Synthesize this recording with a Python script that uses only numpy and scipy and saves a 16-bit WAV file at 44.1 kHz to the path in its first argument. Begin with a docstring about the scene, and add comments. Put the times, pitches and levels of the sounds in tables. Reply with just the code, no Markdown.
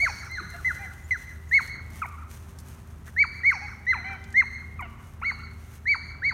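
'''An excited dog yips, whines and barks while it plays with its handler on a dry lawn, a few metres away.
Each yip is a whistle-like arch of pitch that breaks into a rough, falling tail as the vocal folds relax;
fence, trees and buildings throw it back. Feet and paws brush through the grass, snap stalks and land
with soft thuds. Distant machines hum over the murmur of open air.'''
import sys
import numpy as np
from scipy import signal
from scipy.fft import rfft, irfft
from scipy.io import wavfile
from scipy.ndimage import uniform_filter1d, minimum_filter1d, map_coordinates

SR = 44100
rng = np.random.default_rng(int(sys.argv[2]) if len(sys.argv) > 2 else 0)


def transcribe(signal):
    """Save signal, clipped to [-1, 1], as a 16-bit WAV file at the path in sys.argv[1]."""
    frames = np.atleast_2d(signal).T
    limited = np.clip(frames, -1, 1)
    pcm = np.round(limited * 32767).astype(np.int16)
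    wavfile.write(sys.argv[1], SR, pcm)


N = 279250
T = np.arange(N) / SR

# yips (t/s, length/s, rise/s, fall/s, start f/Hz, top f/Hz, fall steepness, top level/dB, tail level/dB,
# brightness/dB, edge above 5 kHz/dB, tail overtones/dB, reverb send/dB)
YIP_CUES = [ (0, 0.11, 0.03, .041, 2072, 2260, 3.3, -20, -24, 0.5, 6.5, -2.5, -0.5),
            (0.279, 0.13, 0.054, 0.079, 1898, 2107, 2.5, -36.5, -32.5, 4, 0.5, -14, 6.5),
            (0.646, 0.075, 0.028, .055, 1975, 2049, 1.9, -21, -29, -16.5, 10.5, -12, 1),
            (1.108, 0.059, 0.0056, .064, 2240, 2043, 2.7, -21, -33.5, -11.5, 13, -13, -2),
            (1.512, 0.1, 0.046, 0.04, 1738, 2208, 4.6, -15, -25, -5.5, -0.5, -2.5, -1.5),
            (3.163, 0.095, 0.051, 0.028, 1664, 2304, 3.7, -15.5, -28.5, -4.5, -0.5, -1.5, -2),
            (3.433, 0.15, 0.047, 0.045, 1833, 2258, 3.5, -15.5, -25, -10, 2, -2.5, -0.5),
            (3.866, 0.17, 0.041, 0.032, 1870, 2071, 3, -19, -23.5, -8.5, 0, 0.5, 0.5),
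            (4.341, .1, .05, .032, 1761, 2148, 4.44, -14, -28, -13, 3.5, -0.5, -2),
            (5.215, 0.026, 0.028, 0.051, 717, 1455, 5.2, -27, -37, -13, -2, -5, 3),
            (5.243, 0.083, 0.03, 0.042, 1920, 2234, 9, -25, -32, -0.5, -4, -6.5, -1),
            (5.855, 0.11, 0.047, 0.048, 1650, 2304, 8.5, -19.5, -28, 0, -2.5, -9, -1),
            (6.217, 0.12, 0.05, 0.049, 1370, 2276, 6.1, -22, -32, 1, -6.5, -4.5, -0.5), ]
# soft whines (t/s, length/s, middle f/Hz, slide/share of pitch, level/dB, overtone slope/dB per octave)
WHINE_CUES = [ (0.021, 0.038, 682, -0.16, -43.5, -22), (0.538, 0.028, 699, -0.02, -43.5, -12.5),
              (0.79, .075, 797, -0.093, -44, -13.5), (2.069, 0.097, 1184, -0.12, -47.5, -23),
              (3.613, 0.051, 837, 0.032, -42.5, -13.5), (4.041, 0.125, 789.4, 0, -38, -8),
              (4.85, 0.1, 1174, -0.02, -52, -21), ]
# breath from the mouth as a yip ends (middle t/s, half length/s, centre f/Hz, level/dB)
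PUFF_CUES = [(0.095, 0.048, 5690, -47.5), (3.542, 0.051, 5690, -53)]
# thin squeaks just before a yip (t/s, length/s, start f/Hz, end f/Hz, level/dB)
SQUEAK_CUES = [(1.027, 0.051, 6530, 7500, -62), (1.485, 0.02, 5930, 7630, -58.5)]
# hoarse barks (t/s, length/s, start f/Hz, time to crack/s, yelp level/dB, low note level/dB,
# low note brightness/dB)
BARK_CUES = [(2.017, 0.047, 1410, .036, -24.5, -34, -24), (4.791, .075, 1278, .031, -31.5, -34.5, -8)]
# resonances of throat and mouth (f/Hz, level/dB)
THROAT_EQ = [(700, -18.5), (1300, -8), (1700, -9.5), (2200, 1.5), (2500, -1), (2900, 0), (3500, -26.5),
             (4100, -11.5), (4600, -13.5), (4900, -52), (5500, -16.5), (6600, -19), (7500, -59),
             (8300, -27), (9200, -29.5), (10200, -47), (11300, -34), (13000, -48.5)]
# the dog faces away, so its overtones reach the surroundings more strongly (f/Hz, level/dB)
SCATTER_EQ = [(700, 5.5), (1400, 4.5), (1850, 6.5), (2250, -1), (3200, 17.5), (4300, 17), (6200, 16),
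              (9000, 18.5), (14000, 6.5)]
# slaps off fence and buildings (delay t/s, level/dB, smear/s)
SLAP_TAPS = [(.163, -17.5, .004), (.202, -16.5, .0006), (.243, -26, .004)]
# fader ride of the rustle as feet and paws run off and settle (t/s, relative level/dB)
RUSTLE_RIDE = [(0.0, -56), (0.33, -69), (0.65, -60.5), (1.16, -67), (1.18, -57.5), (1.39, -70),
               (1.66, -57.5), (1.78, -76.5), (1.97, -58.5), (2.2, -73), (2.31, -65), (3.37, -75),
               (5.48, -76), (5.71, -61), (5.92, -80.5), (6.33, -104.5)]
# the strongest strides through the grass (middle t/s, half length/s, level/dB)
STRIDE_CUES = [(0.73, 0.077, -53), (0.929, 0.034, -56.5), (1.656, 0.031, -68), (2.34, 0.051, -50),
               (2.7, 0.091, -57.5), (3.077, 0.035, -53), (5.038, 0.066, -57.5)]
# tone of dry blades brushing (f/Hz, level/dB)
GRASS_EQ = [(500, 2.5), (1500, 4), (3000, -0.5), (4800, -5.5), (6300, 1.5), (7600, -4), (9000, 0),
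            (10500, -6), (12000, -2.5), (15500, -10.5)]
# snapping stalks and small clicks (t/s, level/dB, centre f/Hz)
SNAP_CUES = [(0.2475, -52, 7000), (0.3114, -52, 9000), (0.501, -47, 7500), (0.7464, -49, 6050),
             (1.6745, -46, 5000), (1.9032, -52, 8600), (1.9566, -56, 9500), (2.063, -53, 11000),
             (2.0868, -53, 8000), (2.3023, -55, 5940), (2.587, -43.5, 6400), (2.601, -49, 8000),
             (2.684, -47.5, 9000), (3.512, -51, 10500), (4.24, -48, 4300), (4.304, -55, 5780),
             (4.326, -50, 5830), (4.808, -51, 9500)]
# footfalls and scuffs (middle t/s, half length/s, centre f/Hz, level/dB)
STEP_CUES = [(0.42, 0.019, 332, -47), (.45, 0.075, 152, -47.5), (3.083, 0.026, 1550, -48),
             (5.006, 0.017, 1130, -54)]
# tones of a distant machine (f/Hz, level/dB, wander/share of pitch)
HUM_TONES = [(78.3, -45, 0.023), (390.6, -66.5, 0.002)]
# fader ride of a second distant drone that swells for a while (t/s, level/dB)
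DRONE_RIDE = [(0, -69), (3.1, -62.5), (4.1, -56), (5.3, -58.5), (6.3, -64)]
# tone of the open air (f/Hz, level/dB)
AIR_EQ = [(22, -40.5), (48, -2.5), (65, -6.5), (100, -2.5), (125, -6.5), (165, -12), (290, -21.5),
          (480, -29.5), (1300, -27.5), (2100, -35.5), (3000, -43), (8000, -55.5)]

TOP_HZ = 15800  # ceiling of the overtones and of the mix
ARCH_POWER, SAG_S, REST_HZ = 1.7, 0.115, 684  # the folds tighten along an arch, then relax towards rest
SWELL_DB, SWELL_S = 15, 0.045  # a yip's swell into the top of its arch
WHISTLE_SHARE = 0.19  # the whistle is lost once the pitch has dropped this share
DIP_HZ, DIP_WIDTH_HZ, DIP_DB = 1814, 110, 8  # the voice dips as it changes register
FADE_HZ, FADE_DB_PER_OCTAVE, TAIL_DB_PER_S = 1500, 14, 190  # the low end of a yip dies away
ATTACK_S, RELEASE_S = 0.0021, 0.0026
SCATTERERS_PER_S, TREE_LINE_S = 2000, .15  # small echoes off trunks, posts and bushes; tree line delay
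SWAY_S, SWAY_PER_S = 0.00005, 70  # stirring leaves make the echo paths waver


def undb(db):
    """Decibels to gain."""
    return 10 ** (np.asarray(db) / 20)


def unit(x):
    """Scale to rms 1."""
    return x / np.sqrt(np.mean(x ** 2))


def response(points, hz):
    """Gain of an EQ curve (f/Hz, level/dB) at the given frequencies."""
    f, db = np.transpose(points)
    return undb(np.interp(np.log(np.maximum(hz, 1)), np.log(f), db))


def colour(x, points):
    """Run a sound through an EQ curve (f/Hz, level/dB)."""
    return irfft(rfft(x) * response(points, np.arange(len(x) // 2 + 1) * SR / len(x)), len(x))


def band(x, lo_hz, hi_hz, order=2):
    """Band-pass filter."""
    sos = signal.butter(order, [lo_hz, min(hi_hz, SR / 2 - 1)], "band", fs=SR, output="sos")
    return signal.sosfilt(sos, x)


def walk(per_s, size):
    """Smooth random drift with a spread near 1."""
    at = np.arange(size) / SR * per_s
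    return map_coordinates(rng.standard_normal(int(at[-1]) + 3), [at + 1], order=2, mode="nearest")


def add(out, start_s, x):
    """Mix a sound in at a given time."""
    i = max(int(start_s * SR), 0)
    out[i:i + len(x)] += x[:max(N - i, 0)]


def cry(t, hz, db, bright_db, edge_db=0, hoarse_db=0, slope_db=-7.5, jaw_db=-30,
        rough_jitter=0.011, rough_shimmer=0.27, break_hz=1850):
    """Vocal folds drive a harmonic stack through the throat; below the whistle register they rasp."""
    slack = np.clip((break_hz - hz) / 300, 0, 1)
    closing = np.clip((1 - hz / hz.max()) / 0.28, 0, 1) ** 2  # the jaw is widest at the highest pitch
    hz = hz * (1 + (0.0021 + rough_jitter * slack) * walk(488, len(t)))
    k = np.arange(1, 11)[:, None]
    upper, edge = (np.clip((k * hz - corner_hz) / 400, 0, 1) for corner_hz in (2400, 4800))
    # the closing jaw shelves all above the main resonance; the edge is beamed where the head points
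    shelf_db = jaw_db * closing + bright_db * (1 - closing / 2)
    tilt_db = slope_db * np.log2(k) + upper * shelf_db + edge * edge_db
    partials = response(THROAT_EQ, k * hz) * undb(tilt_db + hoarse_db * slack * (k > 1))
    partials *= k * hz < TOP_HZ
    partials /= np.sqrt(np.sum(partials ** 2, axis=0) / 2)
    tone = np.sum(partials * np.sin(k * 2 * np.pi * np.cumsum(hz) / SR), axis=0)
    fade = np.clip(np.minimum(t / ATTACK_S, (t[-1] - t) / RELEASE_S), 0, 1)
    flutter_db = (0.4 + slack) * walk(180, len(t))
    shimmer = 1 + rough_shimmer * slack * walk(600, len(t))
    return tone * fade * undb(db + flutter_db) * shimmer


def yip(length_s, rise_s, fall_s, start_hz, top_hz, steepness, top_db, tail_db, *timbre_db):
    """The folds tighten and let go: pitch and level arch up, then the whistle breaks into a rough tail."""
    t = T[:int(length_s * SR)]
    before, after = np.maximum(rise_s - t, 0), np.maximum(t - rise_s, 0)
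    rising = top_hz - (top_hz - start_hz) * (before / rise_s) ** ARCH_POWER
    tension = np.exp(-(after / SAG_S) ** 2) / (1 + (after / fall_s) ** steepness)
    falling = REST_HZ + (top_hz - REST_HZ) * tension
    hz = np.where(t < rise_s, rising, falling) * (1 + 0.003 * walk(69.5, len(t)))
    dropped = 1 - falling / top_hz
    db = top_db - SWELL_DB * (before / SWELL_S) ** 2
    db += (tail_db - top_db) * np.clip(dropped / WHISTLE_SHARE, 0, 1) ** 2
    db -= DIP_DB * np.exp(-((falling - DIP_HZ) / DIP_WIDTH_HZ) ** 2)
    db -= FADE_DB_PER_OCTAVE * np.maximum(np.log2(FADE_HZ / hz), 0)
    db -= TAIL_DB_PER_S * np.maximum(after - 1.7 * fall_s, 0)
    return cry(t, hz, db, *timbre_db, rough_jitter=0.022)


def grass(blades_per_s=1500, crackle_db=-2, ride_trim_db=6.5, floor_db=-72, flicker_db=2):
    """Each stride brushes through dry blades: a swell of hiss with countless tiny clicks in it."""
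    clicks = rng.standard_normal(N) * (rng.random(N) < blades_per_s / SR)
    clicks *= np.exp(0.6 * np.clip(rng.standard_normal(N), -2, 2))  # uneven sizes
    rustle = unit(colour(rng.standard_normal(N) + undb(crackle_db) * unit(clicks), GRASS_EQ))
    moving = undb(ride_trim_db + np.interp(T, *np.transpose(RUSTLE_RIDE)))
    power = undb(floor_db) ** 2 + moving ** 2
    for s, half_s, db in STRIDE_CUES:
        power += (undb(db) * np.exp(-2 * ((T - s) / half_s) ** 2)) ** 2
    return rustle * np.sqrt(power) * undb(flicker_db * walk(30, N))


def machines(drone_hz=226.7, waver_db=2.2):
    """Distant machines hum: three low tones, each wavering in pitch and level."""
    drone = (drone_hz, np.interp(T, *np.transpose(DRONE_RIDE)), .01)
    out = np.zeros(N)
    for hz, db, wander in [*HUM_TONES, drone]:
        gain = undb(db + waver_db * walk(7.2, N))
        pitch = hz * (1 + wander * walk(25, N))
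        out += gain * unit(np.sin(2 * np.pi * np.cumsum(pitch) / SR))
    return out


def open_air(db=-45.5, drift_db=0.82):
    """A bed of low outdoor murmur that drifts gently in level."""
    return unit(colour(rng.standard_normal(N), AIR_EQ)) * undb(db - drift_db * walk(3.77, N))


def scatter(send, near_db=-15.5, near_t60=0.76, far_db=-24, far_t60=1.26, treble_t60=0.42):
    """Outdoor reverb: nearby scatter dies fast; the tree line answers later and fades, treble first."""
    t = T[:SR]
    near = undb(-60 * t / near_t60) * (t > .005)
    near *= undb(near_db) / np.linalg.norm(near)
    taps = rng.standard_normal(SR) * (rng.random(SR) < SCATTERERS_PER_S / SR)
    taps *= np.sqrt(SR / SCATTERERS_PER_S)
    treble = colour(taps, [(2600, -60), (3400, 0)])
    impulse = 0
    for part, t60 in ((taps - treble, far_t60), (treble, treble_t60)):
        far = undb(-60 * t / t60) * (t > TREE_LINE_S)
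        far *= undb(far_db) / np.linalg.norm(far)
        impulse += np.hypot(near, far) * part
    wet = signal.fftconvolve(colour(send, SCATTER_EQ), impulse)[:N]
    return map_coordinates(wet, [(T + SWAY_S * walk(SWAY_PER_S, N)) * SR], mode="nearest")


def whine(length_s, hz, slide, db, slope_db, arch_share=0.0634, swell_db=4):
    """A low, smoother note of the voice that swells and fades on a shallow arch of pitch."""
    t = T[:int(length_s * SR)]
    along = t / length_s - .5
    sag = (2 * along) ** 2
    pitch = hz * (1 + slide * along - arch_share * sag)
    return cry(t, pitch, db - swell_db * sag, bright_db=-8.5, edge_db=5.5, slope_db=slope_db,
               rough_shimmer=0.14)


def puff(half_s, hz, db, spread):
    """A band of noise that swells and fades: breath when high and narrow, a thud or scuff when lower."""
    swell = np.hanning(int(2 * half_s * SR))
    noise = unit(band(rng.standard_normal(SR), hz / (1 + spread), hz * (1 + spread), order=3))
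    return undb(db) * swell * noise[-len(swell):]


def slapback(send):
    """The flat faces of fence and buildings each return one dull, slightly smeared echo."""
    out, t = np.zeros(N), T[:SR // 10]
    dull = colour(send, [(700, -8), (1000, -5), (1300, 2), (2100, -10), (4000, -12)])
    for delay_s, db, smear_s in SLAP_TAPS:
        smear = rng.standard_normal(len(t)) * np.exp(-t / smear_s)
        smear = irfft(np.exp(1j * np.angle(rfft(smear))))[:SR // 50]  # flatten its tone
        add(out, delay_s, undb(db) * signal.fftconvolve(dull, smear / np.linalg.norm(smear)))
    return out


def feet(snap_decay_s=0.0065, snap_band_ratio=1.61):
    """Stalks snap sharply underfoot; feet and paws land with soft thuds and scuffs."""
    out, t = np.zeros(N), T[:SR // 4]
    for s, db, hz in SNAP_CUES:
        noise = unit(band(rng.standard_normal(len(t)), hz / snap_band_ratio, hz * snap_band_ratio))
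        add(out, s, undb(db) * noise * np.exp(-t / snap_decay_s))
    for s, half_s, hz, db in STEP_CUES:
        add(out, s - half_s, puff(half_s, hz, db, spread=0.29))
    return out


def squeak(length_s, start_hz, end_hz, db):
    """A faint, pure whistle that slides upwards."""
    hz = np.linspace(start_hz, end_hz, int(length_s * SR))
    return undb(db) * unit(np.hanning(len(hz)) * np.sin(2 * np.pi * np.cumsum(hz) / SR))


def bark(length_s, start_hz, crack_s, yelp_db, low_db, bright_db, low_hz=748, fade_db_per_s=298):
    """A sagging yelp cracks into a low note rich in overtones; the half-shut mouth keeps the treble in."""
    t = T[:int(crack_s * SR)]
    yelp = cry(t, start_hz * np.exp(-t / 0.082), yelp_db - fade_db_per_s * t,
               bright_db=-25, slope_db=-14.5)
    t = T[:int((length_s - crack_s) * SR)]
    low = cry(t, low_hz * np.exp(-t / 0.32), low_db - fade_db_per_s * t, bright_db, jaw_db=4)
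    return band(np.concatenate([yelp, low]), 400, 3600, order=6)


def dog():
    """All the dog's calls on two buses: the direct sound and the send to the surroundings."""
    direct, send, soft = np.zeros((3, N))  # soft calls feed both buses equally
    for s, *shape, send_db in YIP_CUES:
        call = yip(*shape)
        add(direct, s, call)
        add(send, s, undb(send_db) * call)
    for s, *shape in BARK_CUES:
        add(soft, s, bark(*shape))
    for s, *shape in WHINE_CUES:
        add(soft, s, whine(*shape))
    for s, *shape in SQUEAK_CUES:
        add(direct, s, squeak(*shape))
    for s, half_s, hz, db in PUFF_CUES:
        add(soft, s - half_s, puff(half_s, hz, db, spread=0.081))
    return direct + soft, send + soft


def scene():
    """Mono mix of the dog, its echoes, the lawn and the distant bed."""
    voice, send = dog()
    return (voice + scatter(send) + slapback(send) + grass() + feet() + machines() + open_air())[None]


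def record(dry, limit_db=-10.8):
    """A fast limiter holds down the loudest yips; a steep low-pass trims the top."""
    gain = np.minimum(1, undb(limit_db) / (np.abs(dry) + 1e-9))
    gain = uniform_filter1d(minimum_filter1d(gain, size=300), size=300)
    return signal.sosfilt(signal.ellip(10, .1, 80, TOP_HZ, fs=SR, output="sos"), dry * gain)


dry = scene()
out = record(dry)
transcribe(out)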